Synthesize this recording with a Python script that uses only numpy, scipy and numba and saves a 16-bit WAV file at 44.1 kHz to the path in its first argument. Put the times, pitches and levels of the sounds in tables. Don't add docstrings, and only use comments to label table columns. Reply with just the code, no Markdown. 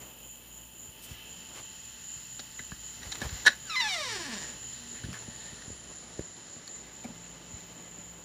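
import sys
import numpy as np
from scipy import signal
from scipy.fft import rfft, irfft, next_fast_len
from scipy.io import wavfile
from scipy.ndimage import uniform_filter1d
from numba import njit

SR = 44100
rng = np.random.default_rng(int(sys.argv[2]) if len(sys.argv) > 2 else 0)


def wav_record(signal):
    frames = np.transpose(np.atleast_2d(signal))
    bounded = np.clip(frames, -1, 1)
    quanta = np.round(bounded * 32767).astype(np.int16)
    wavfile.write(sys.argv[1], SR, quanta)


N = 363472


def undb(db):
    return 10 ** (np.asarray(db, float) / 20)


def unit(x):
    return x / np.sqrt(np.mean(x ** 2))


def unit_energy(x):
    return x / np.sqrt(np.sum(x ** 2))


def curves(table):
    s, *columns = np.transpose(table)
    return [np.interp(np.arange(N) / SR, s, c) for c in columns]


def band(x, hz, width_hz):
    return signal.lfilter(*signal.iirpeak(hz, hz / width_hz, SR), x)


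BRIGHT_KNEE_HZ, ABOVE_KNEE = 4400, 0.12


def ring(modes, tilt_db=0., pivot_hz=2000, size=6000, opposed=True):
    hz, db, t60 = np.transpose(modes)[:, :, None]
    t = np.arange(size) / SR
    sense = (-1) ** (opposed * np.arange(len(modes))[:, None])
    octaves_past_knee = np.maximum(np.log2(hz / BRIGHT_KNEE_HZ), 0)
    octaves = np.log2(hz / pivot_hz) - (1 - ABOVE_KNEE) * octaves_past_knee
    fade = undb(db + tilt_db * octaves - 60 * t / np.maximum(t60, 1e-3))
    h = np.sum(sense * fade * np.sin(2 * np.pi * hz * t), axis=0)
    return h / np.abs(h).max()


def walk(rate):
    k = int(SR / rate)
    steps = np.repeat(rng.standard_normal(N // k + 1), k)
    return unit(uniform_filter1d(uniform_filter1d(steps, k), k)[:N])


def add(track, s, sound):
    i = int(s * SR)
    track[i:i + len(sound)] += sound[:len(track) - i]


def stretch(s, length_s, edge_s):
    t = np.arange(N) / SR
    return np.clip(np.minimum(t - s, s + length_s - t) / edge_s, 0, 1)


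ENTER_S, ENTER_LENGTH_S = 6.25, 0.99


def inside():
    return np.clip((np.arange(N) / SR - ENTER_S) / ENTER_LENGTH_S + .5, 0, 1)


@njit
def slips(hz, rough, jitter, spread, chance):
    out, p, k = np.zeros(len(hz) + 1), 0., 0
    for i in range(len(hz)):
        step = hz[i] * (1 + jitter * rough[i] * chance[k, 0]) / SR
        p += step
        if p >= 1:
            p, k = p - 1, k + 1
            size = np.exp(spread * rough[i] * chance[k, 1])
            out[i] += size * p / step
            out[i + 1] += size * (1 - p / step)
    return out[:-1]


# time in seconds, slips per second in Hz, drive level in dB before the mix,
# shove on the door leaf against the slips in dB.
HINGE = [(3.648, 1662, -55, -5), (3.68, 1525, -41.5, -2), (3.694, 1399, -42, -3), (3.697, 1368, -33, -22),
         (3.708, 1318, -34, -24), (3.73, 1273, -33.5, -20), (3.752, 1188, -30.5, -20),
         (3.76, 1007, -31, -18), (3.77, 1032, -31, -28), (3.794, 1006, -32, -12), (3.803, 984, -25.5, -14),
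         (3.818, 919, -30, -9), (3.836, 906, -31, -4), (3.846, 870, -29.5, -5), (3.858, 857, -31.5, -6),
         (3.88, 832.6, -32, -4), (3.89, 794.6, -32, -8), (3.9, 775, -32, -8), (3.92, 753, -32, -5.5),
         (3.952, 697, -32.5, -5.5), (3.99, 633.7, -34, -2.5), (4.022, 572.5, -35, -2),
         (4.042, 550.6, -36, -4), (4.068, 507.4, -36, -2), (4.108, 452.6, -36.5, -11),
         (4.132, 423.8, -36, -5), (4.148, 408, -38.5, -10), (4.162, 383.7, -40, 0.5),
         (4.184, 355.7, -42, -13), (4.196, 342.7, -40, -1), (4.212, 333.8, -38.5, 0.5),
         (4.238, 315.6, -40, -16), (4.254, 297.2, -42, -2.5), (4.3, 239.7, -42.5, 1),
         (4.318, 229.2, -43, -16), (4.331, 219.7, -43, -2), (4.35, 205.4, -43, -10),
         (4.368, 193.6, -43.5, -4), (4.398, 168.3, -45, -16), (4.416, 156.5, -44.5, 2),
         (4.432, 145.7, -45.5, -11), (4.447, 135.3, -46, 0), (4.468, 124, -49, -17),
         (4.511, 118.9, -51.5, -1.5), (4.56, 100.4, -74, -5)]
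# mode in Hz, relative level in dB, t60 in seconds.
PLATE = [(906, -16, 0.032), (1204, 1, 0.016), (1720, -1, 0.044), (1853, -10.5, .03), (2028, 2, 0.032),
         (2305, -0.5, 0.028), (2567, -4, 0.024), (2845, -4.5, 0.021), (3230, -11, 0.022), (3440, -4, 0.024),
         (3686, -1, 0.026), (3926, -2.5, 0.029), (4070, -2.5, 0.026), (4230, -12.5, 0.028),
         (4615, -10, 0.034), (5140, -9.5, 0.027), (5440, -2, 0.016), (5970, -2.5, 0.0085),
         (7560, -15, 0.0041), (9600, -28, 0.0083)]
# mode in Hz, relative level in dB, t60 in seconds.
HELD_PLATE = [(695, -15, 0.0084), (1090, -8, 0.016), (1410, -8, 0.02), (1714, 2, 0.019), (1894, -3, 0.024),
              (2540, 1, 0.0057), (3440, 2, 0.0041), (4140, 2.5, 0.0065), (5100, 5.5, 0.0038),
              (5860, 2.5, 0.0045), (8140, 4, 0.0013), (10800, -20, 0.0026)]
# mode in Hz, relative level in dB, t60 in seconds.
LEAF = [(120, -2, .09), (135, 3, 0.083), (157, 0, .09), (193, 3, .09), (222, 7.5, .09), (249, 10, .08),
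        (275, 6, 0.062), (345, 6.5, .08), (388, 2, .09), (435, 3, 0.092), (506, 1.5, 0.079),
        (608, 4.5, 0.097), (644, -2, 0.079), (695, -3, 0.12), (745, -1.5, 0.098), (855, -3, 0.05),
        (860, 2.5, .07), (918, 2, .05), (990, 4, 0.066), (1090, -1, 0.068), (1205, -6, 0.065)]
CATCH_S, UNEVEN_BEFORE_CATCH, EDGE_BEFORE_CATCH_DB = 3.76, .2, -1.5
UNEVEN, UNEVEN_PER_OCTAVE = .21, .09
GRIT_DB, GRIT_DB_PER_OCTAVE = -9, 2.5
EDGE_DB = 2.15
SCRAPE_S = 0.0028


def hinge():
    hz, level_db, leaf_db = curves(HINGE)
    octaves_slower = np.log2(500 / hz)
    t = np.arange(N) / SR
    before_catch = t < CATCH_S
    rough = UNEVEN + UNEVEN_PER_OCTAVE * octaves_slower + UNEVEN_BEFORE_CATCH * before_catch
    moving = (t > HINGE[0][0]) & (t < HINGE[-1][0])
    flutter = 1 + .0035 * walk(120)
    chance = rng.standard_normal((N // 20, 2))
    pulses = slips(hz * flutter * moving, np.clip(rough, 0, 1), 0.11, 0.14, chance)
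    uneven_grip = undb(1.45 * walk(60))
    equal_power = np.sqrt(SR / hz)
    pulses = undb(level_db) * pulses * uneven_grip * equal_power
    keep = np.exp(-1 / (SCRAPE_S * SR))
    bursts = signal.lfilter([1 - keep], [1, -keep], pulses) * equal_power
    grit = undb(GRIT_DB + GRIT_DB_PER_OCTAVE * octaves_slower) * bursts * rng.standard_normal(N)
    drive = pulses + grit
    soft = signal.sosfilt(signal.butter(2, 2800, fs=SR, output="sos"), drive)
    force = soft + undb(EDGE_DB + EDGE_BEFORE_CATCH_DB * before_catch) * (drive - soft)
    sticking = np.clip(0.6 + 0.7 * octaves_slower, 0, .9)
    free = signal.fftconvolve(force * np.sqrt(1 - sticking), unit_energy(ring(PLATE)))[:N]
    held = signal.fftconvolve(force * np.sqrt(sticking), unit_energy(ring(HELD_PLATE)))[:N]
    snap = band(force, 2700, 3100)
    shove = undb(leaf_db + 1.9 * sticking * walk(40)) * pulses
    leaf = signal.fftconvolve(shove, unit_energy(ring(LEAF, opposed=False)))[:N]
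    return undb(-2.0) * (free + held) + undb(-11.5) * snap + undb(1.5) * leaf


# start in seconds, peak in dB before the closing band-pass,
# brightness in dB per octave.
CLICKS = [(2.394, -26, 10), (2.4, -31, 12), (2.5923, -30, -10), (2.5982, -39, -7), (2.601, -41, -7),
          (2.719, -33, -12), (3.02, -40, -2), (3.03, -33, 2.5), (3.119, -25.5, 12.5), (3.124, -22.5, 8),
          (3.155, -26, 23), (3.205, -33, 15), (3.217, -24, 2), (3.227, -34, 2), (3.256, -36, -3),
          (3.293, -33, -2), (3.453, -23, 1), (3.4597, -20, 8), (3.4637, -6, -1.5), (3.4678, -5, -7.5),
          (3.4723, -13, 10), (3.4771, -7.5, -1.5), (3.4813, -14, 2), (3.491, -25, 6), (3.503, -29, 7),
          (3.521, -34, -3), (3.532, -36, -7), (5.037, -33.5, -2), (5.049, -39, -5), (5.141, -35, -7),
          (5.153, -42, -10), (5.171, -38, -7), (5.62, -39, 2)]
# mode in Hz, relative level in dB before a random spread,
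# t60 in seconds when no hand holds the knob.
METAL = [(1270, -22.5, .012), (1515, -8, 0.022), (1630, -3.5, 0.014), (1693, -1, 0.015),
         (1731, -1.5, 0.032), (1876, -9, 0.03), (2210, -14.5, 0.017), (2350, -19, 0.015),
         (2700, -17.5, 0.015), (3050, -14.5, 0.016), (3420, -18.5, .015), (3640, -13, .018),
         (4010, -6, 0.023), (4090, -8.5, 0.016), (4360, -10.5, 0.012), (4670, -17, 0.013),
         (4800, -16.5, 0.013), (5300, -14, 0.012), (5880, -14.5, 0.015), (6350, -19, 0.0074),
         (6800, -18, 0.0093), (7600, -40, .006), (9700, -27, .005)]
GRIP_DAMPING = .5
RATTLE_S = 0.0054


def clicks():
    out, size = np.zeros(N), 1500
    damped = np.array(METAL) * [1, 1, GRIP_DAMPING]
    grits = rng.standard_normal((len(CLICKS), size + len(METAL)))
    for (s, peak_db, tilt_db), grit in zip(CLICKS, grits):
        blow = 0.12 * grit[:size] * np.exp(-np.arange(size) / SR / RATTLE_S)
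        blow[0] = 1
        modes = damped + np.outer(2.5 * grit[size:], [0, 1, 0])
        sound = signal.fftconvolve(blow, ring(modes, tilt_db))
        crack = band(band(blow, 2000, 8100), 1600, 7900)
        add(sound, 0, undb(8.0 + 0.33 * tilt_db) * crack)
        add(out, s, undb(peak_db) * sound / np.abs(sound).max())
    return signal.sosfilt(signal.butter(2, [350, 9500], "band", fs=SR, output="sos"), out)


# start in seconds, peak in dB, centre in Hz, width in Hz.
TICKS = [(5.1295, -37, 1200, 1000), (5.13, -33, 5200, 3000), (5.1312, -37, 2600, 1500),
         (5.1375, -35, 2200, 3000), (6.1942, -35, 1700, 900), (6.367, -40, 3500, 4000),
         (6.6775, -32, 4400, 500), (6.678, -41, 1800, 900), (7.043, -39, 2300, 200),
         (7.053, -40, 2300, 200)]
TICK_S = .0008


def ticks():
    out, t = np.zeros(N), np.arange(600) / SR
    for (s, peak_db, hz, width_hz), grit in zip(TICKS, rng.standard_normal((len(TICKS), 600))):
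        burst = (1 + .5 * grit) * np.cos(2 * np.pi * hz * t) * np.exp(-t / TICK_S)
        broad = band(grit * np.abs(burst), 4000, 8300)
        sound = unit(band(burst, hz, width_hz)) + 0.33 * unit(broad)
        add(out, s, undb(peak_db) * sound / np.abs(sound).max())
    return out


# start in seconds, peak in dB, brightness in dB per octave.
THUMPS = [(0.881, -42, -7), (1.107, -33, -6.5), (2.157, -47, -7.5), (2.394, -42, 5), (2.595, -42.5, 2),
          (2.722, -48, -2.5), (3.056, -36, -10.5), (3.216, -29.5, 3), (3.242, -30, -10.5), (3.258, -31, -6),
          (3.317, -28, -10.5), (3.339, -41, -7), (3.464, -38, 4.5), (3.479, -39, 4.5), (3.49, -35, 5.5),
          (5.037, -28.5, -3.5), (5.056, -33.5, -2), (5.084, -31.5, -1), (5.278, -34.5, 1), (5.523, -40, -1),
          (5.707, -41, -9), (6.1888, -36, -2.5), (6.564, -44, 3), (7.043, -37.5, 5), (7.047, -33.5, 4.5),
          (7.084, -43, 4), (7.533, -35, -8)]
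# mode in Hz, relative level in dB, t60 in seconds.
WOOD = [(60.6, -5.5, 0.068), (123.5, 4, 0.053), (184, -4, 0.093), (237, 0.5, 0.069), (386, -1, 0.03),
        (570, -7, 0.093), (757, -0.5, 0.031), (1120, -19, .02)]
PUSH_S, PUSH_HALVES_DB = 0.0024, 6.5


def thumps():
    out = np.zeros(N)
    for s, peak_db, tilt_db in THUMPS:
        push_s = PUSH_S * 2 ** (-tilt_db / PUSH_HALVES_DB)
        push = np.hanning(int(push_s * SR) + 4.0)
        sound = signal.fftconvolve(push, ring(WOOD, tilt_db, pivot_hz=240))
        add(out, s, undb(peak_db) * sound / np.abs(sound).max())
    return out


# start in seconds, level in dB before the swell shapes it, length in seconds, centre in Hz, width in Hz.
RUSTLES = [(0., -52, 0.037, 704, 2000), (1.013, -47.5, 0.062, 11000, 12000), (1.056, -54, 0.11, 3450, 6000),
           (1.529, -48, 0.099, 700, 2490), (3.02, -50, 0.07, 1190, 3000), (3.141, -46.5, 0.026, 600, 1200),
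           (3.2, -41, 0.08, 500, 1400), (4.697, -54, 0.13, 4000, 900), (4.93, -53.5, 0.098, 1810, 300),
           (5.035, -52, 0.035, 3600, 1500), (5.077, -56, .05, 3000, 302), (5.2, -56, 0.46, 4030, 700),
           (5.13, -49, 0.059, 1600, 900), (5.201, -60, 0.23, 1830, 150), (5.321, -55.5, 0.33, 1820, 130),
           (5.087, -43.5, 0.057, 138, 25), (7.042, -44.5, 0.031, 260, 50), (7.043, -59, 0.027, 800, 150),
           (7.071, -48, 0.064, 240, 60), (5.126, -57, 0.035, 2960, 6960), (7.034, -54, 0.024, 3000, 4470)]


def rustles():
    out = np.zeros(N)
    grits = rng.standard_normal((len(RUSTLES), 2, SR // 2))
    for (s, level_db, length_s, hz, width_hz), grit in zip(RUSTLES, grits):
        n = int(length_s * SR)
        graininess_db = 0.62 * unit(uniform_filter1d(grit[1, :n], size=200))
        grains = grit[0, :n] * undb(graininess_db)
        add(out, s, undb(level_db) * np.hanning(n) ** .5 * unit(band(grains, hz, width_hz)))
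    return out


# start in seconds, peak in dB, length in seconds.
TAPS = [(2.7205, -30, 0.0066), (5.678, -34, 0.0056), (5.7025, -33, 0.0033), (6.1895, -36, 0.0042),
        (6.1927, -20.5, 0.0029), (6.198, -35, 0.0038), (6.2078, -33, 0.0033)]


def taps():
    out = np.zeros(N)
    for s, peak_db, length_s in TAPS:
        u = np.arange(int(length_s * SR)) / (length_s * SR)
        swing = -np.sin(2 * np.pi * u ** 0.71) * np.sin(np.pi * u) * (0.69 + u)
        add(out, s, undb(peak_db) * swing / swing.max())
    return out


def singer(hz, width_hz, stroke_hz, depth, sharp):
    phase = np.cumsum(stroke_hz * (1 + 0.042 * walk(2.8))) / SR + rng.random()
    gate = 1 - depth + depth * np.abs(np.sin(np.pi * phase)) ** (2 * sharp)
    return unit(band(band(gate * rng.standard_normal(N), hz, width_hz), hz, width_hz))


# time in seconds, near crickets in dB before their swells,
# far chorus in dB, top rasp in dB, hiss in dB before its waver (played by room).
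NIGHT = [(0., -53.5, -57, -56, -61), (.8, -52.5, -59, -58.5, -63), (1.19, -56.5, -51.5, -58, -58),
         (1.3, -51, -53, -61, -55.5), (1.6, -47.5, -55, -64, -53.5), (2.3, -46.5, -57, -62, -53),
         (3.0, -47.5, -57.5, -62, -51.5), (3.35, -46.5, -54, -58, -45.5), (3.6, -47.5, -57.5, -64, -54),
         (4.6, -46.5, -56, -66, -50), (5.5, -47, -58.5, -73, -53), (6.3, -48.5, -64.5, -82, -54),
         (6.9, -48.5, -63, -71, -56.5), (7.3, -49, -60.5, -70.5, -56), (8.24, -51.5, -62.5, -69, -60)]
CHIRP_HZ, FIRST_CHIRP_S, CHIRP_DEPTH = 3.875, 0.045, 0.26
CHIRP_BEAT, BEAT_PERIOD_S, SHALLOW_S = 0.098, 2.14, 1.53
RASP_DB, RASP_INSIDE_DB = -62.5, -8


def insects():
    near_db, low_db, high_db, _ = curves(NIGHT)
    t = np.arange(N) / SR
    depth = CHIRP_DEPTH - CHIRP_BEAT * np.cos(2 * np.pi * (t - SHALLOW_S) / BEAT_PERIOD_S)
    chirps = 1 + depth * np.cos(2 * np.pi * CHIRP_HZ * (t - FIRST_CHIRP_S))
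    near = singer(6927, 230, 46, 0.23, 0.4) + singer(7175, 276, 66, 0.21, 0.62)
    near = near + 0.29 * singer(6880, 470, 60, 1.0, 1.9)
    low = singer(3055, 344, 40, 0.19, 0.72) + 0.57 * singer(2651, 240, 36, 0.19, 0.87)
    mid = singer(9380, 920, 31, 0.12, 1.1) + 0.65 * singer(10100, 250, 61, 0.33, 1.2)
    opened = np.clip((t - 6.3) / 0.63, 0, 1)
    slow = singer(14300, 3500, 13.4, .45, 1.4) * undb(1.5 * walk(8))
    high = (1 - opened) * singer(14400, 3200, 30.7, 0.23, 0.66) + opened * slow
    near = unit(near) * chirps * undb(near_db + 1.46 * walk(12))
    mid = unit(mid) * undb(RASP_DB + RASP_INSIDE_DB * inside())
    return near + unit(low) * undb(low_db) + mid + high * undb(high_db)


# frequency in Hz, relative level in dB per Hz.
HISS = [(30, 4), (60, -2.5), (140, 2), (500, -9.5), (1300, -10), (1950, -4), (2400, -17), (3650, -9),
        (4100, -3), (4600, -8.5), (6100, -9), (7500, -5.5), (8200, -66), (15300, -54)]
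# start in seconds, length in seconds, level at its middle in dB.
RUBS = [(1.017, 0.3, -59), (2.98, 1, -57.5), (4.45, 0.15, -65), (5.0, 0.26, -73)]
# time in seconds, level in dB.
RUSTLE = [(0., -53), (.25, -60.5), (1.6, -57), (1.9, -74.5), (2.9, -68), (3.2, -50), (3.45, -62),
          (4.5, -53), (4.8, -61.5), (5.15, -54.5), (5.8, -56), (8.24, -55)]
RUB_DB, RUB_INSIDE_DB = -71, 8.5


def room():
    hiss_db = curves(NIGHT)[-1]
    rubbing = undb(RUB_DB + RUB_INSIDE_DB * inside())
    for s, length_s, db in RUBS:
        rubbing = rubbing + undb(db) * stretch(s, length_s, length_s / 2)
    size = next_fast_len(N)
    hz = np.maximum(np.fft.rfftfreq(size, 1 / SR), 1)
    colour_hz, colour_db = np.transpose(HISS)
    colour = undb(np.interp(np.log(hz), np.log(colour_hz), colour_db))
    hiss = unit(irfft(colour * rfft(rng.standard_normal(size)), size)[:N]) * undb(hiss_db)
    hiss = hiss * undb(.7 * walk(9))
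    rub = unit(signal.fftconvolve(rng.standard_normal(N) * undb(2.4 * walk(30)), ring(PLATE))[:N])
    rustle = unit(band(rng.standard_normal(N) * undb(1.7 * walk(40)), 245, 430))
    return hiss + rub * rubbing + rustle * undb(curves(RUSTLE)[0])


# frequency in Hz, wander in Hz, waver in dB.
HUM_LINES = [(59, 3.5, 2), (118, 4, 4), (173, .8, 1.2), (236, 1.5, 1.5), (883, 1.2, 1.5)]
HUM_DB = [-64, -66.5, -69.5, -69, -70]
# line in Hz, start in seconds, length in seconds,
# change in dB.
HUM_SWELLS = [(59, 2.52, .95, 4), (59, 6.2, .55, -15), (59, 7.2, 0.6, -0.5), (118, 4.95, 0.43, 10.5),
              (173, 7.05, 1.5, 11), (236, 4.75, 0.25, 16), (883, 5.5, 1.33, -18)]
SWELL_EDGE_S = 0.053


def hum():
    out = 0
    for (hz, wander_hz, waver_db), level_db in zip(HUM_LINES, HUM_DB):
        for line_hz, s, length_s, change_db in HUM_SWELLS:
            if abs(line_hz - hz) < .1 * hz:
                level_db = level_db + change_db * stretch(s, length_s, SWELL_EDGE_S)
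        phase = 2 * np.pi * np.cumsum(hz + wander_hz * walk(14)) / SR
        out = out + np.sqrt(2) * undb(level_db + waver_db * walk(14)) * np.sin(phase)
    return out


ROOM_T60_S, ROOM_DB = .16, -15


def scene():
    door = hinge() + clicks() + ticks() + thumps() + rustles()
    t = np.arange(int(.4 * SR)) / SR
    tail = rng.standard_normal(len(t)) * undb(-60 * t / ROOM_T60_S) * (t > .004)
    wet = signal.fftconvolve(door, unit_energy(tail))[:N]
    return np.tile(door + undb(ROOM_DB) * wet + taps() + insects() + room() + hum(), (2, 1))


def record(dry):
    x = signal.sosfilt(signal.butter(4, 45, "high", fs=SR, output="sos"), dry)
    return signal.sosfilt(signal.ellip(10, .2, 80, 15350, fs=SR, output="sos"), x)


dry = scene()
out = record(dry)
wav_record(out)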